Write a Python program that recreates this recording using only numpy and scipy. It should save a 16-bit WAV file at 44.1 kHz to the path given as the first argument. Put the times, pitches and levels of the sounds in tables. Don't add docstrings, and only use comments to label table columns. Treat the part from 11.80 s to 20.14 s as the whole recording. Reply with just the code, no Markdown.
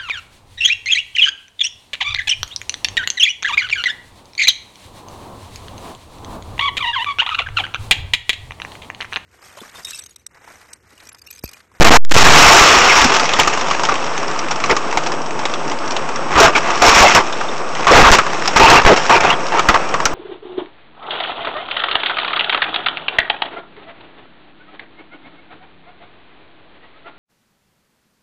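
import sys
import numpy as np
from scipy import signal
from scipy.io import wavfile
from scipy.ndimage import uniform_filter1d

SR = 44100
rng = np.random.default_rng(int(sys.argv[2]) if len(sys.argv) > 2 else 0)


def unload_audio(sound):
    columns = np.transpose(np.atleast_2d(sound))
    steps = np.round(np.clip(columns, -1, 1) * 32767)
    wavfile.write(sys.argv[1], SR, steps.astype(np.int16))


def ratio(d):
    e = np.asarray(d, float) / 20
    return 10 ** e


N = 367794
T = np.arange(N) / SR

# start [s], grinding level [dB], slow push on the microphone [full scale], brightness [dB].
IMPACT = [
    (0, 16.5, 3.6, -13),
    (.03, 10, 3.3, -6.5),
    (.105, 9, 2.55, -7),
    (0.166, 6, 2.04, 6.5),
    (0.179, -16, 0.95, 11),
    (.3, -16, 0.99, 8),
    (0.31, -1.5, 2.05, 1),
    (0.359, 0, 1.66, 6),
    (.41, -6.5, 1.13, 14.5),
]
SLIDE = [(.448, 4, 1.44, 3.5), (.712, 0.5, 0.28, 7), (.86, -7, 0.1, 10), (1.04, -8.5, 0.02, 6),
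         (1.2, -12, 0.01, 11), (1.3, -12.5, 0, 5), (1.47, -19.5, 0, 8), (2.06, -21.5, 0, 7),
         (2.69, -21.5, 0, -0.5), (3.4, -23.5, 0, 9), (4.45, -22.5, 0, -2.5), (4.95, -19.5, 0, 5.5),
         (5.5, -23, 0, 9.5), (5.89, -23.5, 0, 12), (6.5, -21, 0, 3.5), (7.25, -19, 0, 6.5),
         (7.6, -23, 0, 6), (8, -20, 0, -3), (8.34, -24, 0, -10)]
# frequency [Hz], density [dB per Hz].
GRIND = [(24, -43.5), (40, -15), (357, -6.5), (400, -1.5), (574, -6), (703, -1.5), (1100, 0), (1580, -3),
         (2540, -6.5), (4250, -16), (5550, -15), (7510, -18), (8800, -24.5), (11400, -71.5), (19400, -120)]
CABIN_DB = -23.5
RAIL = .707


def evened(x):
    return x / np.sqrt(np.mean(x ** 2) + 1e-20)


def colour(x, points):
    kept = [p for p in points if p[0] < 8300]
    hz, db = np.transpose(kept + [(8700, kept[-1][1]), (10000, -100)])
    log_hz = np.log(np.abs(np.fft.fftfreq(4096, 1 / SR)) + 1)
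    log_gain = np.interp(log_hz, np.log(hz), db) * np.log(10) / 20
    response = np.exp(np.conj(signal.hilbert(np.maximum(log_gain, -11))))
    taps = np.fft.ifft(response).real
    return signal.oaconvolve(x, taps[:2048])[:len(x)]


def resonate(x, hz, width_hz):
    turn = np.exp(2j * np.pi * np.cumsum(hz * np.ones(len(x))) / SR)
    r = np.exp(-np.pi * width_hz / SR)
    smooth = signal.lfilter([1 - r], [1, -r], x / turn + 1e-18)
    return 2 * (turn * smooth).real


def split(x, hz):
    low = signal.lfilter(*signal.butter(1, hz, fs=SR), x)
    return low, x - low


def drift(hz):
    lowpass = signal.butter(2, hz, fs=SR, output="sos")
    return evened(signal.sosfilt(lowpass, rng.standard_normal(N)))


def snaps(per_s, spread_db):
    size = ratio(spread_db * np.minimum(rng.exponential(1, N), 4))
    return evened(size * rng.standard_normal(N) * (rng.random(N) < per_s / SR))


def patchy(x, patch_db):
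    z = signal.stft(x, nperseg=512, noverlap=384)[2]
    field = rng.standard_normal(z.shape[::-1]).T
    field = uniform_filter1d(uniform_filter1d(field, size=6, axis=0), size=7, axis=1)
    return evened(signal.istft(z * ratio(patch_db * evened(field)), nperseg=512, noverlap=384)[1][:N])


def add(mix, at, sound):
    part = mix[at:][:len(sound)]
    part += sound[:len(part)]


def panels(shaking, ring_db):
    # frequency [Hz], width [Hz], level [dB].
    modes = [
        (334, 25, -3),
        (543, 30, -2),
        (700, 50, -3),
        (893, 45, 0),
        (1190, 150, -6),
        (2680, 400, -6),
        (5520, 350, 4),
    ]
    ring = sum(ratio(db) * resonate(shaking, hz, width_hz) for hz, width_hz, db in modes)
    return shaking + ratio(ring_db) * ring


def control(column):
    # bite [s], swell [s], hold [s], top level [dB], brightness
    # [dB].
    crunches = [(1.323, .003, 0.041, -14, 10.5), (1.589, 0.004, .012, -9, 8),
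                (2.082, 0.018, 0.021, -14.5, -12), (2.891, 0.017, .005, -10, -11),
                (6.758, .002, .004, -3.5, 1), (4.551, 0.079, 0.021, 0.5, -0.5),
                (4.555, .004, .03, -8.5, -13), (4.514, .005, .04, -16.5, -3),
                (4.642, 0.0023, 0.008, -4, -6), (4.752, 0.002, 0.021, -10.5, 3),
                (4.829, 0.042, 0.049, -15, -1), (5.016, 0.074, .004, 1.5, 4), (5.119, 0.06, 0.065, -5, 8),
                (5.26, .003, 0.12, -12, 7.5), (5.345, 0.0034, 0.023, -0.5, 0),
                (5.938, 0.034, 0.13, -19, -0.5), (6.069, 0.095, 0.049, 4.5, -6),
                (6.263, 0.022, 0.046, -8, -2), (6.318, 0.004, 0.018, -1.5, 7.5),
                (6.795, .003, 0.055, 0.5, -11), (6.867, 0.034, 0.072, 0.5, -18),
                (7.049, 0.0023, 0.02, 2.5, -26), (7.105, .003, 0.032, -12.5, 1),
                (7.159, 0.0065, 0.016, -13, 6), (7.295, 0.0028, 0.06, -4.5, -16),
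                (7.381, 0.054, 0.09, -10, -28), (7.724, .003, 0.054, -13.5, -21),
                (7.89, 0.0033, .002, -7, -9), (7.936, .002, 0.019, -12, -14)]
    swell_db_per_s, fall_db_per_s, bite_s = 168, 349, 0.0042
    push_at_0_db, push_law, tail_bright = 0.2, 1.3, -.12
    rows = np.array([*IMPACT, *SLIDE])
    out, level_db = (np.interp(T, rows[:, 0], rows[:, k]) for k in (column, 1))
    for s, swell_s, hold_s, top_db, bright_db in crunches:
        near = slice(round(s * SR), round((s + swell_s + hold_s) * SR) + SR // 4)
        t = T[near] - s
        rise_db = swell_db_per_s * np.maximum(swell_s - t, 0)
        fall_db = fall_db_per_s * np.maximum(t - swell_s - hold_s, 0)
        db = top_db - rise_db - fall_db - 20 * np.maximum(1 - t / bite_s, 0)
        value = (db, push_at_0_db * ratio(push_law * db), bright_db + tail_bright * fall_db)[column - 1]
        out[near] = np.where(db > level_db[near], value, out[near])
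        level_db[near] = np.maximum(db, level_db[near])
    return uniform_filter1d(out, size=90)


def grinding():
    clumps = ratio(1.5 * np.tanh(drift(hz=80)))
    decay = ratio(-120 * np.arange(300) / SR / 0.016)
    slip_power = signal.oaconvolve(snaps(per_s=1300, spread_db=2.0) ** 2, decay)[:N]
    slips = np.sqrt(np.abs(slip_power))
    shaking = clumps * np.hypot(evened(slips), 0.8) * rng.standard_normal(N)
    body = patchy(colour(panels(shaking, ring_db=-2.0), GRIND), patch_db=1.5)
    low, high = split(body, hz=2310)
    above_hush = np.sqrt(np.maximum(ratio(control(column=1)) ** 2 - ratio(CABIN_DB) ** 2, 1e-7))
    return above_hush * (low + ratio(control(column=3) - 2.5) * high)


def push(jolts):
    # start [s], length [s].
    pinned_spans = [(0, .0073), (.0117, .003), (.037, .007), (.0969, .0065), (.1727, .1371), (.3293, .007),
                    (.3596, .003), (.434, .003), (.4925, .003), (6.224, .004), (6.31, .006), (7.0566, .004)]
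    # time [s], depth [full scale].
    rail_slips = [
        (.0155, 5),
        (.1045, 2),
        (.1075, 4),
        (.111, 4),
        (.3645, 2),
        (.3665, 2.5),
    ]
    slip_s = .0005
    shove, level_db = np.maximum(control(column=2), 0), control(column=1)
    pinned = sum(((T > s) & (T < s + length_s)) * 1. for s, length_s in pinned_spans)
    slips = sum(depth * np.exp(-((T - s) / slip_s) ** 2) for s, depth in rail_slips)
    rumble = ratio(3.5 * np.minimum(level_db, 3) - 29.5) * drift(hz=70)
    rumble *= .5 + .5 * (T > SLIDE[1][0])
    kick = 0.33 * uniform_filter1d(np.maximum(np.abs(jolts) - .25, 0), size=260)
    sway = 1 + 0.08 * np.minimum(ratio(level_db), 1) * drift(hz=60)
    shove *= np.maximum(np.clip((level_db + 15) / 6, 0, 1), T < SLIDE[0][0])
    return shove * sway + rumble + kick - slips + 9 * uniform_filter1d(pinned, size=9)


def burst(shake, snap, s, db, hz, width_hz, t60_s, treble_db):
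    snap_db = -3.5
    at = round(s * SR)
    t = np.arange(4400) / SR
    decay = ratio(-60 * t / t60_s) + ratio(-8.0 - 60 * t / 0.0055) + ratio(-16.0 - 60 * t / (5.5 * t60_s))
    low, high = shake[:, at:at + len(t)] * decay * np.minimum(t / 0.00014, 1)
    ring = resonate((low + high) * ratio(-60 * t / 0.18), hz, width_hz)
    sound = evened(low) + 1.02 * evened(ring) + ratio(treble_db) * evened(high)
    sound = sound / np.abs(sound).max() + ratio(snap_db) * np.sign(low[9]) * snap
    return at, ratio(db) * sound / np.abs(sound).max()


def cracks():
    # time [s], peak [dB], ring [Hz]. Panel knocks while the wreck settles.
    settling = [(1.32, 4.5, 1820), (1.398, -4, 1230), (1.492, -2, 810), (1.5365, -7, 1140), (1.589, 2, 900),
                (1.674, 3.5, 1250), (1.736, -3, 910), (1.775, -1, 960), (1.812, -11, 1030),
                (1.911, 0.5, 1100), (1.996, -2.5, 960), (2.036, -0.5, 870), (2.088, -4.5, 1220),
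                (2.141, -1.5, 1040), (2.24, -9, 990), (2.266, -11, 1010), (2.43, -11, 1000),
                (2.513, -7, 1130), (2.709, -6.5, 730), (2.716, -6, 900), (2.839, -2, 1160), (2.9, -6, 514),
                (2.966, -0.5, 1190), (3.127, -3, 835), (3.173, 6.5, 855), (3.264, -5.5, 890),
                (3.319, -5, 1110), (3.592, -6.5, 861), (3.6545, -3, 890), (3.697, -13, 900),
                (3.738, -14, 1220), (3.918, -6.5, 885), (4.165, -6, 910), (4.29, -6, 900)]
    buckling = [(4.508, -4, 1050), (4.538, -4, 1130), (4.555, -6, 1050), (4.752, 3, 2250),
                (4.865, -16, 1110), (4.905, -11, 1200), (4.962, -7, 1129), (5.021, 13, 657),
                (5.61, -7, 1140), (6.021, -14, 1080), (6.069, 11, 1086), (6.323, 1, 1300),
                (6.386, 11.5, 1290), (6.466, -4.5, 1070), (6.547, -9.5, 1170), (6.657, -1.5, 1220),
                (6.678, -4, 900), (6.764, 9, 1000), (7.05, 7.5, 980), (7.069, -4.5, 840), (7.295, 4, 910),
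                (7.404, -1, 880), (7.449, 5.5, 686), (7.018, -5, 1000), (7.607, -11, 885), (7.739, -9, 900),
                (7.7215, -1, 860), (7.785, -1.5, 1270), (7.7945, 5, 1260), (7.887, 12.5, 1254),
                (7.943, 5.5, 864), (8.141, 2.5, 1100), (8.202, -2, 920), (8.256, 1.5, 1370)]
    glass_ticks = [(1.157, -7, 5530), (1.216, 11, 3600), (1.244, 9.5, 5500), (1.34, -5, 5750), (1.3975, 1, 4860),
                   (1.455, -2.5, 5790), (1.492, 5, 3080), (1.5362, 5.5, 3300), (1.598, 10, 3130),
                   (1.6778, 2, 5700), (1.9027, -6.5, 3020), (2.052, -1, 3260), (2.155, -2, 3220),
                   (2.142, -13, 3000), (3.718, -18, 5600), (3.879, -13.5, 5600), (2.802, -12, 1700),
                   (3.2705, -5, 5500), (1.633, -1, 2520), (1.737, -12, 6500), (1.813, -7, 5530),
                   (2.035, -2, 5500), (2.093, -6, 6000), (2.24, -14.5, 2800), (2.265, -20.5, 5500),
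                   (2.378, -4.5, 6280), (2.43, -13, 5500), (2.481, -9.5, 5660), (2.685, -5, 2600),
                   (2.712, -2.5, 5600), (2.802, -8, 2430), (2.86, -9, 6000), (3.112, -10, 2660),
                   (3.175, -4, 2610), (3.32, -6, 5500), (3.418, -13.5, 5500), (3.461, -15, 5750),
                   (3.592, -13, 5000), (3.696, -22, 5500), (3.898, -15, 5560), (3.988, -13.5, 5300),
                   (4.06, -18.5, 5600), (4.12, -11, 5460), (2.5905, -6, 5570), (2.759, -11, 5440),
                   (2.84, -2, 2390), (2.897, -6, 3000), (2.911, 3, 5530), (2.9667, 0, 5440), (3.236, -7, 5800),
                   (3.262, -7, 3200), (3.508, -8, 2500), (3.6537, 0, 3680), (3.738, -4, 3460),
                   (3.9148, -9.5, 3180), (4.077, -10, 5600), (4.108, -6, 5500), (4.1654, -3.5, 3480),
                   (4.3592, -7, 5650),
                   (4.5793, 2.5, 3130), (4.602, 11, 6100), (5.0211, 8, 4660), (5.1475, 3.5, 5400),
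              (5.2794, -1, 3220), (5.349, 7.5, 5400), (4.905, -3, 2580), (5.466, -10.5, 6000),
              (5.5258, -5, 3500), (5.598, -22, 5500), (5.684, -18, 3560), (5.78, -13, 5530),
              (5.89, -15, 5440), (5.951, -9.5, 3200), (6.045, -14, 6500), (7.407, 0, 2470),
              (7.435, -6, 3600), (7.362, -3, 4500), (7.378, -11, 5000), (7.667, -9, 5500),
              (7.685, -13, 5500), (7.772, -14, 6000), (8.09, -15, 5500), (6.079, 0, 3070),
              (6.316, 15, 6350), (6.6575, -4, 4960), (6.6764, 3, 5370), (6.771, 6, 5700), (6.7976, 0, 3890),
              (6.901, 16, 4500), (7.018, -5, 5000), (7.17, -9, 5500), (7.265, -5, 5260), (7.297, 4, 3000),
              (7.503, -1, 2700), (7.7936, 0, 3320), (7.8867, -7, 3130), (7.941, -12, 3300),
              (7.958, -9, 2000), (7.9, -7, 3400), (8.2544, 9.5, 5770)]
    out, ticks = np.zeros((2, N))
    panel, glass = (np.array(split(colour(rng.standard_normal(N + SR), GRIND), hz=3200)) for _ in "ab")
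    snap = split(colour(signal.unit_impulse(4400, 9), GRIND), hz=900)[1]
    snap = snap / np.abs(snap).max()
    for knocks, treble_db, t60_s in ((settling, -1.1, 0.048), (buckling, -10, 0.047)):
        for s, db, hz in knocks:
            add(out, *burst(panel, snap, s, db - 3.0, hz, 85, t60_s * ratio(0.067 * db), treble_db))
    for s, db, hz in glass_ticks:
        add(ticks, *burst(glass, snap, s, db - 1.0, hz, width_hz=470, t60_s=.032, treble_db=1.7))
    thin_ticks = split(split(ticks, hz=1500)[1], hz=1500)[1]
    return out + thin_ticks


def groans():
    # start [s], length [s], level [dB], start pitch [Hz], end pitch [Hz]. Strained panels sing during
    strained_panels = [(1.076, 0.062, -12, 2310, 2030), (1.171, 0.033, -13, 900, 900),
                       (1.242, 0.027, -14.5, 246, 214), (2.087, 0.016, -11.5, 1250, 1160),
                       (2.895, 0.039, -14.5, 497, 390), (2.898, 0.02, -14.5, 2000, 1910),
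                       (4.599, 0.022, -3, 426, 362), (4.609, 0.08, -8.5, 665, 667),
                       (4.746, 0.038, -14, 2370, 2230), (5.028, 0.027, -10, 680, 670),
                       (5.205, 0.072, -2.5, 830, 665), (5.242, 0.052, -11, 2100, 2120),
                       (6.079, 0.035, -6.5, 1140, 1080), (6.097, 0.041, -5.5, 553, 476),
                       (6.14, 0.051, -8, 1370, 1210), (6.234, 0.065, 1, 1310, 970),
                       (6.796, 0.081, -2.5, 898, 899), (6.784, 0.18, -11.5, 2480, 2660),
                       (6.912, 0.056, -11, 388, 320), (6.955, 0.052, -20, 1180, 1170),
                       (7.08, 0.062, -1, 710, 330), (7.309, 0.051, -10, 940, 930),
                       (7.296, 0.092, -15.5, 2580, 2360), (7.939, 0.03, -8.5, 1050, 1160),
                       (4.553, 0.079, -10.5, 1046, 1160), (4.86, 0.068, -35, 1120, 1090),
                       (5.062, 0.07, -13, 1090, 1060), (5.35, 0.04, -13, 1500, 1370),
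                       (6.671, 0.027, -21, 800, 767), (7.316, 0.068, -30, 2900, 2840),
                       (7.497, 0.025, -13.5, 2700, 2880), (7.728, 0.052, -16.5, 920, 855),
                       (5.527, 0.018, -30, 3600, 3540), (5.68, 0.02, -30, 3560, 3570),
                       (0.454, 0.047, -0.5, 1060, 1170), (.53, 0.076, -10, 1156, 1134),
                    (0.65, .07, -14, 2800, 2600), (.8, 0.046, -17, 1170, 1250),
                    (0.939, .06, -12.5, 1240, 1150), (6.69, 0.057, -33, 800, 860),
                    (6.969, 0.022, -9, 2740, 2730), (5.215, .05, -9, 1150, 1100),
                    (5.25, .03, -14, 2650, 2600), (7.5, 0.038, -20, 930, 1000),
                    (6.32, 0.043, -9, 1150, 1080), (7.52, 0.029, -22, 3300, 3200),
                    (4.58, .04, -15, 1400, 1300), (6.135, .06, -9, 2200, 2100),
                    (6.108, 0.024, -16, 5550, 5500), (4.66, 0.043, -18, 1140, 1170),
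                    (5.09, .06, -14.5, 1150, 1100), (6.96, 0.0452, -14, 1200, 1180),
                    (.86, 0.058, -15, 3160, 2840), (1.0, .05, -19, 2600, 2940),
                    (5.36, .035, -13, 1640, 1460), (4.752, 0.014, -14, 1500, 1470),
                    (7.44, 0.036, -22, 2430, 2500)]
    out = np.zeros(N)
    for s, length_s, db, start_hz, end_hz in strained_panels:
        count = round(length_s * SR)
        width_hz = 0.014 * start_hz + 0.83 * abs(end_hz - start_hz)
        hz = np.geomspace(start_hz, end_hz, count)
        rub = rng.standard_normal(SR // 2)[:count]
        sung = resonate(resonate(rub, hz, width_hz), hz, 8.4 * width_hz)
        add(out, round(s * SR), ratio(db) * evened(sung) * signal.windows.tukey(count, .5))
    return out


def thuds():
    # centre [s], level [dB], length [s].
    lurches = [(.534, -14, .012), (.597, -12, .014), (0.672, -5, 0.011), (.69, -14, .01),
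               (0.752, -12, .014), (.818, -6, .014), (0.852, -17, .014), (0.9, -21, .014),
               (0.978, -14, .018), (1.068, -22, .014), (1.22, -16, .014), (1.247, -13, 0.013),
               (4.563, -14, .012), (4.583, -15, 0.012), (4.604, -17, 0.011), (5.088, -7, .018),
               (5.157, -12, 0.012), (5.213, -7, .018), (5.258, -16, .02), (6.109, -13, .014),
               (6.15, -6, .016), (6.172, -6, .018), (6.221, -2, 0.045), (6.271, -3, .016),
               (6.321, -1, 0.038), (6.809, -11, .016), (6.839, -4, .02), (6.909, -11, .014),
               (6.978, -17, 0.015), (7.056, 0, 0.018), (7.067, -1, 0.024), (7.45, -24, 0.015),
               (7.894, -9.5, 0.015), (7.947, -20, .016)]
    out = np.zeros(N)
    for s, db, length_s in lurches:
        add(out, round((s - length_s / 2) * SR), ratio(db) * np.hanning(round(length_s * SR)))
    return out


def cabin():
    # frequency [Hz], density [dB per Hz].
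    hush_curve = [(24, -50.5), (40, -15), (54, -18), (64, -25), (138, -10.5), (190, -8.5), (233, -4),
                  (418, -2), (1210, -2.5), (1850, -14), (2600, -16), (4300, -28.5), (5550, -22.5),
                  (8040, -30), (8800, -46.5), (11400, -71.5), (19400, -120)]
    creep = snaps(per_s=150, spread_db=2.6)
    creep_tail = rng.standard_normal(900) * ratio(-60 * np.arange(900) / SR / 0.018)
    creep = signal.oaconvolve(creep, creep_tail)[:N]
    grit = rng.standard_normal(N) * ratio(.8 * drift(hz=17.6))
    shaking = grit + ratio(-6.5) * evened(split(creep, hz=1200)[1])
    hum = evened(resonate(resonate(rng.standard_normal(N), 154.7, width_hz=5.2), 150, width_hz=20))
    hush = patchy(colour(panels(shaking, ring_db=-7), hush_curve), patch_db=1.3)
    return ratio(CABIN_DB) * (hush + ratio(-18.5) * hum)


def scene():
    jolts = cracks()
    return (cabin() + grinding() + groans() + jolts + push(jolts) + thuds())[None]


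def converter(dry):
    # time [s], depth [full scale].
    nicks = [(.24987, .25), (.25046, .27), (.2964, .2), (.3127, 1.1), (.3198, 1.3), (.3285, .5), (.338, .4),
             (.343, 1.3), (.345, 1.1), (.347, 1.3), (.348, 1.3)]
    whine_hz, whine_db, offset = 7757.5, -47, -.102
    slow = signal.resample_poly(dry, 160, 441, axis=1, window=("kaiser", 8), padtype="edge")
    count = slow.shape[1]
    waver = np.cumsum(.025 * rng.standard_normal(count))
    whine = ratio(whine_db) * np.sqrt(2) * np.sin(2 * np.pi * whine_hz * np.arange(count) / 16000 + waver)
    slow = np.clip(slow + whine + offset, -RAIL, RAIL)
    for s, depth in nicks:
        slow[:, round(s * 16000)] = RAIL - depth
    return slow


def upsample(slow):
    smooth = signal.firwin(441 * 26 + 1, 7900, window=("kaiser", 9), fs=SR * 160)
    fast = signal.resample_poly(slow, 441, 160, axis=1, window=smooth, padtype="edge")[:, :N]
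    fast = np.clip(fast, -1.025 * RAIL, 1.025 * RAIL)
    fast = np.pad(fast, ((0, 0), (300, 300 + N - fast.shape[1])), "edge")
    lowpass = signal.firwin(601, 15750, window=("kaiser", 9), fs=SR)
    return signal.oaconvolve(fast, lowpass[None], "valid")


def band_limit(x):
    return signal.sosfilt(signal.butter(12, 16520, fs=SR, output="sos"), x)


def record(dry):
    mix = upsample(converter(dry))
    return band_limit(mix)


dry = scene()
out = record(dry)
unload_audio(out)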